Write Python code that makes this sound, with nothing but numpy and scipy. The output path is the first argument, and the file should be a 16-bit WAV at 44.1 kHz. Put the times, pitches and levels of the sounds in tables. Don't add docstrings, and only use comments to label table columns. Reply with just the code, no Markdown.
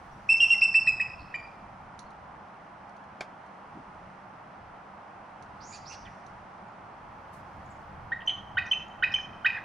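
import sys
import numpy as np
from scipy import signal
from scipy.io import wavfile
from scipy.ndimage import uniform_filter1d

SR = 44100
rng = np.random.default_rng(int(sys.argv[2]) if len(sys.argv) > 2 else 0)


def elevation(decibels):
    levels = np.asarray(decibels, float)
    return 10 ** (levels / 20)


def store_wav(level_fs):
    pcm = np.round(np.clip(np.atleast_2d(level_fs), -1, 1) * 32767)
    wavfile.write(sys.argv[1], SR, pcm.T.astype(np.int16))


N = 425124
TOP_HZ = 10680


def evened(x):
    return x / np.sqrt(np.mean(x ** 2) + 1e-20)


def read(points, hz):
    f, value = np.transpose(points)
    return np.interp(np.log(hz + 1), np.log(f + 1), value)


def add(mix, s, sound):
    part = mix[..., round(s * SR):][..., :sound.shape[-1]]
    part += sound[..., :part.shape[-1]]


def resonate(x, hz, width):
    turn = np.exp(2j * np.pi * np.cumsum(hz * np.ones(len(x))) / SR)
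    r = np.exp(-np.pi * width / SR)
    return 2 * (turn * signal.lfilter([1 - r], [1, -r], x / turn)).real


def band(x, lo_hz, hi_hz):
    corners = np.clip([lo_hz, hi_hz], 20, SR / 2.2)
    return signal.sosfilt(signal.butter(2, corners, "bandpass", fs=SR, output="sos"), x)


def ends(length, rise, fall):
    t = np.arange(0, max(length, .003), 1 / SR)
    nearest_end = np.minimum(t / rise, (t[-1] - t) / fall)
    return t, np.sin(np.pi / 2 * np.clip(nearest_end, 0, 1)) ** 2


def swell(rise_s, fade_s, top_db, ends_db):
    t = np.arange(0, rise_s + fade_s, 1 / SR)
    return top_db + np.interp(t, [0, rise_s, rise_s + fade_s], [ends_db, 0, ends_db])


def whistle(hz, shape, level_db, partials, waver, breath_db, fuzz, bloom_s=1e-4):
    air = rng.standard_normal((2, len(hz) + 200))
    slow = signal.sosfilt(signal.butter(4, 300, fs=SR, output="sos"), air)
    wobble, flutter = evened(slow)[:, 200:]
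    turn = 2 * np.pi * np.cumsum(hz * (1 + waver * wobble)) / SR
    bloom = (1 - np.exp(-np.arange(len(hz)) / (bloom_s * SR))) ** 2
    upper = sum(elevation(db) * np.sin(k * turn) for k, db in partials)
    mean_hz = hz.mean()
    breath = band(band(air[0], .6 * mean_hz, 1.2 * mean_hz), .6 * mean_hz, 1.25 * mean_hz)
    voice = np.sin(turn) + (1 + fuzz * flutter) * bloom * upper
    voice += elevation(breath_db) * evened(breath)[200:]
    return np.sqrt(2) * elevation(level_db) * voice * shape


def pipe(length, start_hz, end_hz, level_db, dull_db=0, husk_db=0):
    # note f/Hz, level/dB
    second_partial = [(1520, -10), (1890, -19.5), (2500, -33), (3050, -28.5)]
    # multiple of f, level/dB
    higher_partials = [(2.3, -44), (3, -52.5), (4, -56)]
    t, shape = ends(length + .003, rise=.005, fall=.007)
    hz = start_hz + (end_hz - start_hz) * t / t[-1]
    partials = [(2, read(second_partial, hz.mean()) + dull_db), *higher_partials]
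    return whistle(hz, shape, level_db, partials, waver=.003, breath_db=-28.5 + husk_db, fuzz=.2)


def chatter():
    # t/s, length/s, top f/Hz, sag f/Hz, level/dB
    chatter_notes = [
        (0.289, 0.067, 2749, 173, -17.5),
        (0.402, 0.06, 2842, 328, -17.5),
        (0.502, 0.044, 2804, 174, -17.5),
        (0.616, 0.04, 2740, 137, -16.5),
        (0.744, 0.039, 2720, 100, -16.5),
        (0.871, 0.029, 2683, 222, -19),
        (1.002, 0.017, 2632, 140, -22),
        (1.341, .025, 2435, 90.5, -33),
    ]
    # lead t/s, f/Hz, level/dB
    grace_notes = [
        (0.001976, 2250, -45),
        (0.0015, 3090, -24.5),
        (0.0028, 3100, -32.5),
        (0.0011, 2250, -36.5),
        (0.0028, 1920, -35.5),
        (.003, 1950, -30.5),
        (.004, 1940, -27),
        (0.0012, 1890, -30.5),
    ]
    # multiple of f, level/dB
    chatter_partials = [(1.5, -59.5), (2, -20), (2.5, -48.5), (3, -29.5), (3.5, -54.5), (4, -55.5),
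                        (4.5, -53.5), (5, -50)]
    grace_pull = 0.37
    out = np.zeros((2, N))[0]
    for (s, length, top_hz, sag_hz, level_db), (early, grace_hz, grace_db) in zip(chatter_notes, grace_notes):
        t, shape = ends(length, rise=.0045, fall=6.5 * length ** 2)
        scoop_hz = 130 if grace_hz > top_hz else 285
        hz = top_hz - scoop_hz * np.exp(-t / (.15 * length)) - sag_hz * (t / length) ** 2
        add(out, s, whistle(hz, shape, level_db, chatter_partials, waver=.002, breath_db=-39, fuzz=.22,
                            bloom_s=0.0053))
        pull_hz = grace_pull * (top_hz - grace_hz) / 2
        grace = pipe(0.0076, grace_hz - pull_hz, grace_hz + pull_hz, grace_db, dull_db=-8.5)
        add(out, s - early - .001, grace)
    return out


def piping():
    # t/s, time between rungs/s, level/dB, top rung over that/dB
    ladders = [
        (8.570, .0068, -22, -6.5),
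        (9.024, .0065, -22, 0.5),
        (9.446, 0.0076, -21.5, 0.5),
    ]
    # length/s, start f/Hz, end f/Hz, level/dB
    rungs = [
        (.0095, 1438, 1606, -1),
        (.0115, 1745, 2036, 1.6),
        (.013, 2420, 2600, 1.7),
    ]
    # times middle rung f, times top rung f, level under the note/dB
    mixed_tones = [
        (1, 1, -26),
        (2, 1, -41),
        (-1, 2, -12.5),
    ]
    # t/s, length/s, start f/Hz, end f/Hz, level/dB
    first_try = [
        (8.118, 0.0066, 1506, 1712, -29),
        (8.119, 0.018, 1787, 1955, -26),
    ]
    # t/s, length/s, start f/Hz, end f/Hz, level/dB
    high_notes = [
        (8.274, 0.014, 3046, 3097, -22),
        (8.712, 0.015, 3098, 3050, -19.5),
        (9.139, 0.014, 3155, 2988, -20.5),
    ]
    # t/s, length/s, start f/Hz, end f/Hz, level/dB
    cracks = [(1.343, 0.0097, 2920, 3050, -47), (.355, 0.011, 2300, 2160, -42.5),
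              (0.54, 0.013, 2134, 2000, -41), (8.293, 0.0046, 2980, 3270, -18),
              (8.296, 0.012, 3377, 2780, -30), (8.729, .012, 2390, 2970, -27),
              (9.159, 0.0087, 2630, 2250, -29), (9.183, .008, 2100, 1390, -38),
              (9.502, 0.0049, 2700, 2300, -25), (9.528, 0.0082, 2433, 2580, -31.5),
              (9.548, 0.02, 2616, 2330, -40.5), (9.550, 0.012, 1857, 1890, -35),
              (9.566, 0.018, 2104, 1435, -35), (9.584, 0.0065, 2260, 1510, -36)]
    husk_db = 9
    out = np.zeros(N)
    for s, step, level_db, top_db in ladders:
        for k, (length, start_hz, end_hz, db) in enumerate(rungs):
            rung_s = length + step - rungs[0][0] * 0.73
            rung_db = level_db + db + top_db * (k == 2)
            add(out, s + k * step - .001, pipe(rung_s, start_hz, end_hz, rung_db, husk_db=husk_db))
        for middle, top, db in mixed_tones:
            hz = round(middle) * rungs[1][2] + round(top) * rungs[2][1]
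            add(out, s + 2 * step, pipe(step, hz, 1.015 * hz, level_db + db, husk_db=husk_db))
    for s, *note in first_try:
        add(out, s - .001, pipe(*note, dull_db=-11))
    for s, *note in high_notes:
        add(out, s - .001, pipe(*note))
    for s, *note in cracks:
        add(out, s - .001, pipe(*note, dull_db=-7.5, husk_db=husk_db))
    return out


def glides(rows):
    out = np.zeros(N)
    for s, length, start_hz, end_hz, level_db in rows:
        t, shape = ends(length, rise=0.0031, fall=0.0046)
        hz = start_hz + (end_hz - start_hz) * t / t[-1]
        add(out, s, whistle(hz, shape, level_db, [], waver=0.014, breath_db=-15.5, fuzz=0))
    return out


def drawn_air():
    # t/s, start f/Hz, level/dB
    draws = [
        (0.285, 5910, -51.5),
        (0.379, 6445, -49),
        (0.496, 6680, -49.5),
        (0.607, 5300, -42),
        (0.74, 4930, -45.5),
        (0.869, 4245, -47.5),
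        (8.262, 6400, -54.5),
        (8.663, 6350, -54),
        (8.701, 5800, -57.5),
        (9.124, 5730, -50.5),
    ]
    return glides([(s, .011, hz, .86 * hz, db) for s, hz, db in draws])


def small_birds():
    # t/s, number of notes, start f/Hz, level/dB
    trills = [
        (1.191, 3, 5120, -59),
        (8.204, 2, 3470, -49),
    ]
    # t/s, length/s, start f/Hz, end f/Hz, level/dB
    peeps = [
        (0.113, 0.034, 6000, 5400, -73.5),
        (1.57, 0.0102, 4440, 4300, -75),
        (2.056, 0.0284, 4370, 4250, -73),
        (6.68, 0.012, 6800, 6800, -78),
        (7.656, 0.013, 7250, 6300, -70.5),
        (7.702, 0.026, 8200, 6200, -68.5),
        (8.656, 0.0069, 4030, 6400, -56),
        (8.882, .006, 6970, 6700, -62),
        (9.119, 0.0049, 4610, 6060, -41.5),
    ]
    gap_s, note_s, fall = .012, .009, .68
    rows = list(peeps)
    for s, count, hz, db in trills:
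        rows += [(s + k * gap_s, note_s, hz, fall * hz, db) for k in range(round(count))]
    return glides(rows)


def rasped(hz, level_db):
    hz = uniform_filter1d(hz, size=600, mode="nearest")
    rasp, hiss = rng.standard_normal((2, SR // 2))[:, :len(hz)]
    for _ in range(4):
        rasp = resonate(rasp, hz, .2 * hz.mean())
        hiss = resonate(hiss, 0.85 * hz, 0.48 * hz.mean())
    sound = evened(rasp) + elevation(-8.0) * evened(hiss)
    return elevation(level_db) * sound * signal.windows.tukey(len(hz), .2)


def squeaks():
    # t/s, rise/s, fall/s, crest f/Hz, level/dB
    arches = [
        (5.595, .15, 0.052, 6970, -55.5),
        (5.85, 0.0616, 0.05, 5980, -50.5),
    ]
    # t/s, length/s, start f/Hz, end f/Hz, level/dB
    rasps = [
        (5.72, .05, 4950, 4400, -50.5),
        (5.715, .055, 2300, 2650, -55),
        (5.895, .055, 2650, 2600, -51.5),
        (6.05, .02, 3400, 3000, -55),
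        (6.066, .014, 2700, 2300, -53),
        (6.05, .04, 1790, 2050, -54),
        (5.715, .065, 9700, 8900, -71),
        (5.895, .045, 8500, 8500, -72),
    ]
    foot_hz, end_hz = 3700, 3180
    out = np.zeros(N)
    for s, rise, fall, crest_hz, level_db in arches:
        t = np.arange(0, rise + fall, 1 / SR)
        up = np.clip(1 - t / rise, 0, 1)
        down = np.clip((t - rise) / fall, 0, 1)
        hz = crest_hz - (crest_hz - foot_hz) * up ** 2.7 - (crest_hz - end_hz) * down ** 2.2
        opening_db = -7 * np.clip(1 - t / 0.032, 0, 1)
        add(out, s, rasped(hz, level_db + opening_db - 11 * down ** 4))
        fill = evened(band(rng.standard_normal(SR // 4)[:len(t)], 2300, 6300))
        add(out, s, elevation(level_db - 7) * fill * np.sin(np.pi * down))
    for s, length, start_hz, end_hz, level_db in rasps:
        shape_db = swell(length / 2, length / 2, level_db, ends_db=-6)
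        add(out, s, rasped(np.linspace(start_hz, end_hz, len(shape_db)), shape_db))
    return out


def tap(db, t60, body, tail_db):
    t = np.arange(6000) / SR
    decay = elevation(-60 * t / t60) + elevation(tail_db - 60 * t / .16)
    burst = rng.standard_normal(len(t)) * decay
    rung = sum(elevation(g_db) * resonate(resonate(burst, hz, width), hz, width) for hz, width, g_db in body)
    return elevation(db) * rung / abs(rung).max()


def chair():
    # t/s, peak level/dB, T60/s, left over right/dB
    tick_events = [
        (1.9911, -41.5, 0.016, -11),
        (2.1047, -58, 0.03, -7.5),
        (2.8934, -59, 0.03, -6),
        (2.966, -61, 0.03, -9),
        (3.0394, -61.5, 0.029, -5),
        (3.463, -64, 0.026, -8),
        (5.424, -50, 0.03, -8.5),
        (6.2648, -50, 0.016, -9),
    ]
    # t/s, peak level/dB, T60/s
    knock = [
        (3.2073, -22.5, 0.045),
    ]
    # f/Hz, width/Hz, level/dB
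    tick_body = [(4300, 1200, 0), (5800, 1400, 0), (9600, 1600, -9)]
    # f/Hz, width/Hz, level/dB
    knock_body = [(620, 760, 7), (1470, 320, 12), (2300, 450, 10), (3300, 970, 1), (4430, 2000, -4),
                  (5830, 1100, -24.5), (9200, 2000, -25)]
    # t/s, swell/s, fade/s, level/dB, ends/dB
    thud = [3.74, .035, .045, -45.5, -11.5]
    # t/s, swell/s, fade/s, level/dB, ends/dB
    rustle = [7.325, .012, .075, -63.5, -13]
    out = np.zeros((2, N))
    for s, db, t60, pan_db in tick_events:
        add(out, s, tap(db, t60, tick_body, tail_db=-14) * elevation([[pan_db / 2], [-pan_db / 2]]))
    add(out, knock[0][0], tap(*knock[0][1:], knock_body, tail_db=-11)[None])
    level_db = swell(*thud[1:])
    low_noise = band(rng.standard_normal((1, SR // 4))[:, :len(level_db)], 135, 283)
    add(out, thud[0], elevation(level_db) * evened(low_noise))
    level_db = swell(*rustle[1:])
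    cloth = band(rng.standard_normal((2, SR // 4))[:, :len(level_db)], 3500, 12500)
    add(out, rustle[0], elevation(level_db) * evened(cloth))
    return out


def trees(x, near_s, far_drop_db):
    # t/s, level/dB
    boughs = [
        (.0095, -11.5),
        (0.0173, -12),
        (.041, -15.5),
        (.085, -32),
    ]
    # f/Hz, T60/s
    scatter_t60 = [(500, .8), (1900, 1.5), (2500, 1.1), (3100, 0.89), (5500, 1.2), (9000, 0.6)]
    # f/Hz, level/dB
    scatter_colour = [(1400, -2.5), (1900, -2.5), (2500, 1), (3100, 0), (5500, 7), (8000, 1), (12000, -8.5)]
    # f/Hz, level/dB
    scatter_width = [(1000, -20.5), (3000, -30.5), (5000, -16.5), (9000, -5.5)]
    scatter_db = -3
    taps = np.zeros((2, SR))
    at = np.arange(600, SR - 20, 20) + rng.integers(0, 20, (2, (SR - 601) // 20))
    np.put_along_axis(taps, at, rng.choice([-1., 1.], at.shape), 1)
    hz, t, z = signal.stft(taps, SR, nperseg=256)
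    far = 1 / (1 + np.exp(-(t - near_s) / .006))
    clumps = uniform_filter1d(rng.standard_normal(z.shape[1:]), size=2, axis=1)
    clumps = evened(uniform_filter1d(clumps, size=4, axis=0))
    decay_db = -60 * t / read(scatter_t60, hz)[:, None]
    z = z * elevation(decay_db + far_drop_db * far + 2.2 * clumps + read(scatter_colour, hz)[:, None])
    z[1] *= elevation(read(scatter_width, hz) - scatter_db)[:, None]
    mid, side = elevation(scatter_db - 27.5) * signal.istft(z, SR, nperseg=256)[1]
    for s, db in boughs:
        mid[round(s * SR)] += elevation(db)
    return signal.fftconvolve(x[None], np.array([mid + side, mid - side]), axes=1)[:, :N]


def wash():
    # f/Hz, level per Hz/dB
    wash_low = [(12, -37.5), (20, -23.5), (65, -6), (113, -5.5), (141, -3.5), (169, -7), (198, 4.5),
                (221, -12), (295, -7.5), (416, -13), (812, 0.5), (1500, -7), (1950, -41), (3300, -120)]
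    # f/Hz, level per Hz/dB
    wash_high = [(880, -30), (1500, -0.5), (2010, -6), (3340, -18.5), (3610, -23), (5820, -26), (7580, -37),
                 (9580, -33.5), (10600, -50.5), (12100, -60), (15400, -54)]
    # f/Hz, likeness
    likeness = [(30, 1), (100, 0.96), (290, 0.92), (640, 0.72), (1400, 0.37), (3000, 0.7), (6800, 0.076),
                (15000, 0.061)]
    # f/Hz, left over right/dB
    balance = [(60, -1), (150, 0.5), (380, 2.5), (950, -3), (2380, 0.5), (5980, -4.5), (15000, -7)]
    # t/s, level/dB
    wind = [(0, 8.5), (.7, 10), (1.4, 9), (2, 4), (3, -4.5), (3.8, 1.5), (5.1, -1.4), (6.1, 6.5), (6.6, -3),
            (7.6, 12.5), (8.1, 14), (8.7, 10), (9.64, 9.5)]
    # t/s, half length/s, level/dB
    hiss_swells = [
        (0.299, 1.3, 8),
        (3.793, .4, 2.2),
        (5.956, .4, 6),
        (7.605, .3, 3.5),
        (9.64, .4, 2),
    ]
    frames, hz = N // 256 + 5, np.fft.rfftfreq(1024, 1 / SR)
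    t = np.arange(frames) * 256 / SR
    a, b, c, d, patches = rng.standard_normal((frames, 513, 5)).T
    lumps = evened(uniform_filter1d(patches[0], size=18))
    patches = evened(uniform_filter1d(uniform_filter1d(patches, size=10, axis=0), size=14, axis=1))
    rumble_db = np.interp(t, *np.transpose(wind)) + 3 * lumps
    wash_db = 0.16 + 0.2155 * t
    hiss_db = -1.54 + sum(db * np.exp(-((t - s) / half) ** 2) for s, half, db in hiss_swells)
    colour_db = np.where(hz < 1500, read(wash_low, hz), read(wash_high, hz) - 9)
    low = (1 / (1 + (hz / 130) ** 4))[:, None]
    high = (1 / (1 + (5000 / (hz + 1)) ** 3))[:, None]
    field_db = colour_db[:, None] + low * rumble_db + (1 - low) * wash_db + high * hiss_db
    field_db += 12 * (hz > TOP_HZ)[:, None] + 0.25 * patches
    same, left = np.clip(read(likeness, hz), -1, 1)[:, None], a + 1j * b
    z = np.array([left, same * left + np.sqrt(1 - same ** 2) * (c + 1j * d)])
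    lean = read(balance, hz)[:, None] / 2
    z *= elevation(field_db) * elevation([lean, -lean])
    return elevation(-47) * evened(signal.istft(z, nperseg=1024, noverlap=768)[1][:, :N])


def hum():
    return elevation(-60) * evened(resonate(rng.standard_normal(N), hz=196.4, width=18))


def scene():
    run, piped, near = chatter(), piping(), squeaks()
    small = drawn_air() + small_birds()
    echoes = trees(run + small + 0.67 * near, near_s=0.14, far_drop_db=-8)
    echoes = echoes + trees(piped, near_s=.12, far_drop_db=-9.5)
    birds = (run + piped + small + echoes) * elevation([[-.75], [.75]])
    return birds + near * elevation([[-3], [3]]) + chair() + wash() + hum()


def band_limit(x):
    return signal.sosfilt(signal.butter(12, 15600, fs=SR, output="sos"), x)


def record(dry):
    # t/s, share
    top_kept = [(0, .5), (1.3, .4), (1.9, .02), (6.9, .02), (7.35, .65), (9.64, .55)]
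    hz, t, z = signal.stft(dry, SR, nperseg=1024, noverlap=512)
    luck = rng.random((len(t) // 2 + 1, 65)).T
    luck = np.repeat(np.repeat(luck, 8, 0), 2, 1)[:len(hz), :len(t)]
    edge_hz = TOP_HZ + 350 * np.repeat(rng.standard_normal(len(t)), 2)[:len(t)]
    kept = (hz[:, None] < edge_hz) | (luck < np.interp(t, *np.transpose(top_kept)))
    kept = kept & (hz[:, None] < 15700)
    mix = signal.istft(z * kept, SR, nperseg=1024, noverlap=512)[1][:, :N]
    return band_limit(mix)


dry = scene()
out = record(dry)
store_wav(out)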